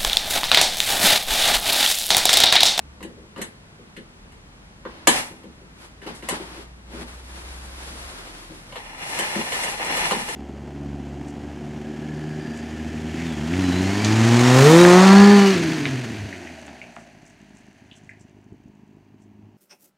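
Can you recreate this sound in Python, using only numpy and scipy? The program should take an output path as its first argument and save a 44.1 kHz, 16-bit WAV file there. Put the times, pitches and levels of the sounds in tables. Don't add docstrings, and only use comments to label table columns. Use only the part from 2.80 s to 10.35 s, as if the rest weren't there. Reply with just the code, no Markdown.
import sys
import numpy as np
from scipy import signal
from scipy.fft import rfft, irfft, next_fast_len
from scipy.io import wavfile

SR = 44100
rng = np.random.default_rng(int(sys.argv[2]) if len(sys.argv) > 2 else 0)


def int16_out(signal):
    q = np.round(np.clip(np.atleast_2d(signal).T, -1, 1) * 32767)
    wavfile.write(sys.argv[1], SR, q.astype(np.int16))


N = 332955
FFT_SIZE = next_fast_len(N + SR // 2, real=True)

# (start [s], loudest [s], end [s], first pitch [Hz], last pitch [Hz], peak [dB])
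MOTOR_PASSES = [(-0.5, -0.3, 0.3, 72, 67, -47), (1.0, 1.85, 2.1, 30, 51, -52),
                (2.6, 4.8, 5.25, 51, 65.5, -39.5), (3.9, 5.4, 6.2, 52, 35, -47.5),
                (6.7, 7.25, 7.5, 44, 41, -49)]
# (frequency [Hz], level [dB])
ROOM_TONE_EQ = [(35, -46), (60, -3.5), (118, -3), (161, 0), (347, -10.5), (486, -12.5), (1170, -17),
                (10100, -36), (13000, -43)]
# (time [s], level [dB], hollow mids [dB re level], treble [dB re level],
# low body [dB re level])
KNOCK_CUES = [(0.2054, -41.5, -1, -16, 9), (0.2268, -30.5, -14, -10.5, 2), (0.5608, -40.5, 5, -13, 11),
              (0.5763, -35, -14, -13, 3), (0.615, -24, -14, -5.5, -12), (1.1652, -32, -15, -16, 4.5),
              (1.5192, -46.5, -6, -11, -7), (2.0514, -45.5, 13, -12.5, 17.5),
              (2.2718, -2.5, -8.5, -6.5, -9), (2.6342, -43, -7, -15, 8), (3.217, -38, -28, -17, -0.5),
              (3.264, -34, -4, -13, 0), (3.3487, -52.5, -11, 6, -3), (3.4238, -35, -12, -14, 1),
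              (3.4867, -18, -7, -5, -16), (3.597, -38, -3, -12, 5), (4.21, -36.5, -6, -12, 3),
              (5.465, -41, -8, -12, -5), (5.9233, -33, -6, -18, -20), (5.957, -29, -1, -14, -12),
              (6.3885, -18.5, -9.5, -7.5, -10), (6.7208, -19.5, -9.5, -12, -22),
              (6.8345, -20.5, -12, -7, -24), (6.997, -30, -2, -12, -20), (7.0444, -29, -4, -6.5, -33),
              (7.1682, -21.5, -6, -7, -14), (7.3091, -16, -1.5, -11, -5.5), (7.486, -24.5, -11.5, -8.5, -7)]
# (time [s], level [dB], decay [ms])
THUMP_CUES = [(0.235, -30.5, 38), (0.36, -43, 60), (0.578, -28.5, 34), (0.988, -38, 16), (1.18, -39, 28),
              (2.502, -36, 30), (2.652, -35, 22), (2.801, -43, 38), (3.253, -29, 30), (3.505, -26.5, 25),
              (3.597, -32, 18), (3.764, -34.5, 26), (4.09, -39, 30), (4.135, -33, 38), (4.199, -35.5, 30),
              (5.101, -36, 24), (5.693, -34.5, 30), (6.56, -17.5, 16), (7.328, -25.5, 36)]
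# (frequency [Hz], base width [Hz], level [dB])
TUBE_MODES = [(830, 180, 0.), (1080, 90, -3), (1770, 80, -6), (2230, 120, -4), (2830, 80, -5),
              (3460, 80, -6), (4120, 70, -8), (5640, 150, -11)]
# (frequency [Hz], base width [Hz], level [dB])
EYELET_MODES = [(7760, 140, -7), (8800, 140, -7), (10650, 260, -2), (9800, 100, -3)]
# (frequency [Hz], base width [Hz], level [dB])
WALL_MODES = [(165, 39, -3.5), (231, 35, 0), (327, 15, 2.5), (430, 40, -5.5), (584, 107, -17)]
# (start [s], swell [s], hold [s], rustle [dB], hiss [dB re rustle])
CLOTH_TUGS = [(0.56, 0.03, 0.04, -42, -16), (2.055, 0.02, 0.18, -50.5, -15), (2.92, 0.09, 0.04, -55, -0.5),
              (3.215, 0.02, 0.03, -49, -9), (3.262, 0.01, 0.03, -41, -12), (3.33, 0.02, 0.04, -62, 10),
              (3.42, 0.02, 0.05, -47, -7), (3.49, 0.02, 0.045, -35.5, -8), (3.6, 0.02, 0.2, -49, -5),
              (4.02, 0.13, 0.08, -44, -6), (4.25, 0.03, 0.07, -52, 0)]
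# (time [s], rustle [dB], hiss [dB re rustle])
CLOTH_SWAY = [(4.4, -59, 1), (4.55, -50, 0), (4.92, -53.5, 2), (5.02, -48, 1), (5.2, -50, 2),
              (5.45, -47.5, -2), (5.65, -52, 0), (5.82, -57, 1), (5.94, -51, -5)]
# (frequency [Hz], level [dB])
RUSTLE_EQ = [(180, -12), (300, 3), (334, 4.5), (437, -3), (951, -2), (5000, -19), (6500, -36),
             (11000, -120)]
# (frequency [Hz], level [dB])
HISS_EQ = [(1760, -1), (3000, -4.5), (3330, -3.5), (6580, -5.5), (10300, -4.5), (11400, -6.5), (13000, -16)]
# (start [s], swell [s], hold [s], rub [dB], hiss [dB re rub])
RING_RATTLE = (2.275, 0.03, 0.09, -29.5, -2)
# (time [s], rub [dB], hiss [dB re rub])
RING_SLIDE = [(5.98, -43.5, -9), (6.12, -44.5, -10), (6.24, -37.5, -6), (6.37, -34, -3.5), (6.42, -32, -5),
              (6.55, -34.5, -3), (6.7, -33, -5), (6.76, -31, -4), (6.9, -31.5, -5.5), (6.97, -39, -6),
              (7.02, -34.5, -6), (7.14, -30.5, -5.5), (7.23, -28.5, -4.5), (7.33, -30.5, -6),
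              (7.45, -38, -3), (7.55, -35.5, -4)]
# (frequency [Hz], level [dB])
RUB_EQ = [(88, -75), (150, 1.5), (231, -3.5), (557, -1), (819, -3), (1250, -3), (1550, -8), (2230, 3),
          (6000, -43), (7800, -46), (13200, -120)]
# (frequency [Hz], time to fall 60 dB [s])
ROOM_DECAY = [(100, 0.49), (500, 0.54), (2000, 0.37), (6000, 0.34), (12000, 0.11)]
# (frequency [Hz], side gain [dB])
SIDE_EQ = [(60, -15), (170, -19), (300, -3.5), (520, -8), (930, -1.5), (2000, 4.5), (5760, 4.5),
           (14300, 6.5)]


def from_db(db):
    return 10 ** (np.asarray(db) / 20)


def rms_one(x):
    return x / np.sqrt(np.mean(x ** 2) + 1e-20)


def automation(rows):
    times, *columns = np.transpose(rows)
    return [np.interp(np.arange(N) / SR, times, column) for column in columns]


def at_hz(points, hz):
    frequencies, values = np.transpose(points)
    return np.interp(np.log(hz + 1), np.log(frequencies), values)


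def eq(x, curve):
    gain = from_db(at_hz(curve, np.fft.rfftfreq(FFT_SIZE, 1 / SR)))
    return irfft(rfft(x, FFT_SIZE) * gain, FFT_SIZE)[..., :N]


def band(x, low_hz, high_hz):
    return signal.sosfilt(signal.butter(2, [low_hz, high_hz], "band", fs=SR, output="sos"), x)


def drift(rate_hz, knots_per_s=60):
    knots = rng.standard_normal(int(N / SR * knots_per_s) + 2)
    r = np.exp(-2 * np.pi * rate_hz / knots_per_s)
    wobble = rms_one(signal.lfilter([1], [1, -r], knots))
    return np.interp(np.arange(N) / SR * knots_per_s, np.arange(len(knots)), wobble)


def resonances(x, modes, widen):
    out = 0
    for k, (hz, width, level_db) in enumerate(modes):
        r = np.exp(-np.pi * width * widen / SR)
        feedback = [1, -2 * r * np.cos(2 * np.pi * hz / SR), r * r]
        ringing = signal.lfilter([(1 - r * r) / 2, 0, (r * r - 1) / 2], feedback, x)
        out = out + (-1) ** k * from_db(level_db) * ringing
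    return out


def bursts(times, levels_db, decays_ms, rise):
    out = np.zeros(N)
    for s, level_db, ms in zip(times, levels_db, decays_ms):
        start = round(s * SR)
        age = np.arange(min(N - start, SR // 2)) / SR / (ms / 1000)
        out[start:start + len(age)] += from_db(level_db) * (1 - np.exp(-age / rise)) * np.exp(-age)
    return out


def grains(per_s, spread_db):
    sizes = from_db(spread_db * np.minimum(rng.exponential(1, (2, N)), 4))
    signs = rng.choice([-1, 1], (2, N))
    hits = rng.random((2, N)) < per_s / SR
    return rms_one(sizes * signs * hits + 1e-9)


def linger(gain, t60_s, share=0.17):
    r = from_db(-120 / (t60_s * SR))
    tail_power = signal.lfilter([1 - r], [1, -r], gain ** 2)
    return np.sqrt((1 - share) * gain ** 2 + share * tail_power)


def movement(long_move, gestures, fade_s=0.04, release_db_per_s=320):
    t = np.arange(N) / SR
    level_db, hiss_db = automation(long_move)
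    fade_in = np.clip((t - long_move[0][0]) / fade_s + 1, 0, 1)
    fade_out = np.clip((long_move[-1][0] - t) / fade_s + 1, 0, 1)
    body, hiss = fade_in * fade_out * from_db([level_db, level_db + hiss_db])
    for start, swell_s, hold_s, level_db, hiss_db in gestures:
        release_db = release_db_per_s * np.maximum(t - start - swell_s - hold_s, 0)
        gain = np.clip((t - start) / swell_s, 0, 1) ** 2 * from_db(level_db - release_db)
        body += gain
        hiss += gain * from_db(hiss_db)
    return linger(body, t60_s=0.49), linger(hiss, t60_s=0.43)


def traffic(fade_s=0.15, slope_db_per_s=8, rumble_db=-56):
    t, tones = np.arange(N) / SR, 0
    for start, loudest, end, first_hz, last_hz, peak_db in MOTOR_PASSES:
        gate = np.clip((t - start) / fade_s, 0, 1) * np.clip((end - t) / fade_s + 1, 0, 1)
        level_db = peak_db - slope_db_per_s * np.abs(t - loudest) + 0.6 * drift(4)
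        hz, = automation([(start, first_hz), (end, last_hz)])
        firing = np.sqrt(2) * np.sin(2 * np.pi * np.cumsum(hz) / SR)
        tones = tones + gate * from_db(level_db) * firing
    rumble = rms_one(band(rng.standard_normal(N + SR), 30, 85)[SR:])
    return tones + from_db(rumble_db + 1.5 * drift(1.5)) * rumble


def room_tone(level_db=-50.5):
    air = rms_one(eq(rng.standard_normal((2, N)), ROOM_TONE_EQ))
    return from_db(level_db) * air * from_db([[0], [1.5]])


def knocks(chatter_ms=6.5):
    times, level_db, hollow_db, treble_db, body_db = np.transpose(KNOCK_CUES)
    click_samples = np.round(times * SR).astype(int) + 60
    noise = rng.standard_normal(N)

    def contact(drive_db):
        envelope = bursts(times - 0.001, drive_db, np.full(len(times), chatter_ms), rise=0.37)
        strike = from_db(-8) * envelope * noise
        strike[click_samples] += from_db(drive_db + 5)
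        return strike

    hollow = from_db(10) * band(contact(level_db + hollow_db), 477, 1480)
    crack = hollow + from_db(1.5) * band(contact(level_db), 1400, 2900)
    tube = from_db(2) * resonances(crack, TUBE_MODES, widen=7.4)
    tick = band(contact(level_db + treble_db), 5400, 13000)
    chink = from_db(8) * resonances(tick, EYELET_MODES, widen=0.55)
    wall = resonances(contact(level_db + body_db), WALL_MODES, widen=1.74)
    thud = band(band(wall, 172, 780), 140, 1500)
    return from_db(11.5) * (crack + tube + tick + chink) + from_db(30) * thud


def thumps():
    times, level_db, decay_ms = np.transpose(THUMP_CUES)
    push = bursts(times - 0.005, level_db, decay_ms, rise=0.23) * rng.standard_normal(N)
    return from_db(19.5) * resonances(push, WALL_MODES, widen=1.03)


def cloth(fibres):
    rustle_gain, hiss_gain = movement(CLOTH_SWAY, CLOTH_TUGS)
    return rustle_gain * rms_one(eq(fibres, RUSTLE_EQ)) + hiss_gain * rms_one(eq(fibres, HISS_EQ))


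def eyelet_rings(fibres):
    rub_gain, sheen_gain = movement(RING_SLIDE, [RING_RATTLE])
    slips = grains(per_s=6000, spread_db=3.5) * from_db(1.6 * drift(14))
    tube = rms_one(resonances(slips, TUBE_MODES, widen=1))
    scrape = from_db(2) * rms_one(eq(slips, RUB_EQ))
    hiss = rms_one(eq(fibres, HISS_EQ))
    sheen = hiss + from_db(-1.5) * resonances(hiss, EYELET_MODES, widen=0.65)
    return rub_gain * rms_one(tube + scrape) + sheen_gain * rms_one(sheen)


def bedroom(x, wet_db, side_direct_db):
    t, tails = np.arange(SR // 2) / SR, 0
    edges_hz = np.minimum(80 * 2 ** np.arange(9), 18000)
    white = rng.standard_normal((2, len(t)))
    for low, high in zip(edges_hz, edges_hz[1:]):
        t60_s = at_hz(ROOM_DECAY, np.sqrt(low * high))
        tails = tails + band(white, low, high) * from_db(-60 * t / t60_s)
    tails *= 1 + 4.5 * np.exp(-t / 0.027)
    tails *= np.clip(t / 0.0011, 0, 1)
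    response = from_db(wet_db) * tails / np.sqrt(np.sum(tails ** 2, axis=1, keepdims=True))
    response[0, 0] = 1
    response[1, 9] = from_db(side_direct_db)
    return irfft(rfft(x, FFT_SIZE) * rfft(response, FFT_SIZE), FFT_SIZE)[:, :N]


def scene():
    hits = bedroom(knocks() + thumps(), wet_db=2.5, side_direct_db=-13) * from_db([[0], [-0.7]])
    fibres = grains(per_s=12000, spread_db=-1) * from_db(1.12 * drift(7))
    mid, side = hits + cloth(fibres) + eyelet_rings(fibres) + room_tone()
    side = eq(side + 0.14 * mid, SIDE_EQ)
    mid = mid + traffic()
    return np.array([mid + side, mid - side])


def record(dry):
    dull = signal.sosfilt(signal.butter(6, 11800, fs=SR, output="sos"), dry)
    top_cut = signal.cheby2(12, 70, 14950, fs=SR, output="sos")
    return signal.sosfilt(top_cut, np.clip(dull, -1, 1))


dry = scene()
out = record(dry)
int16_out(out)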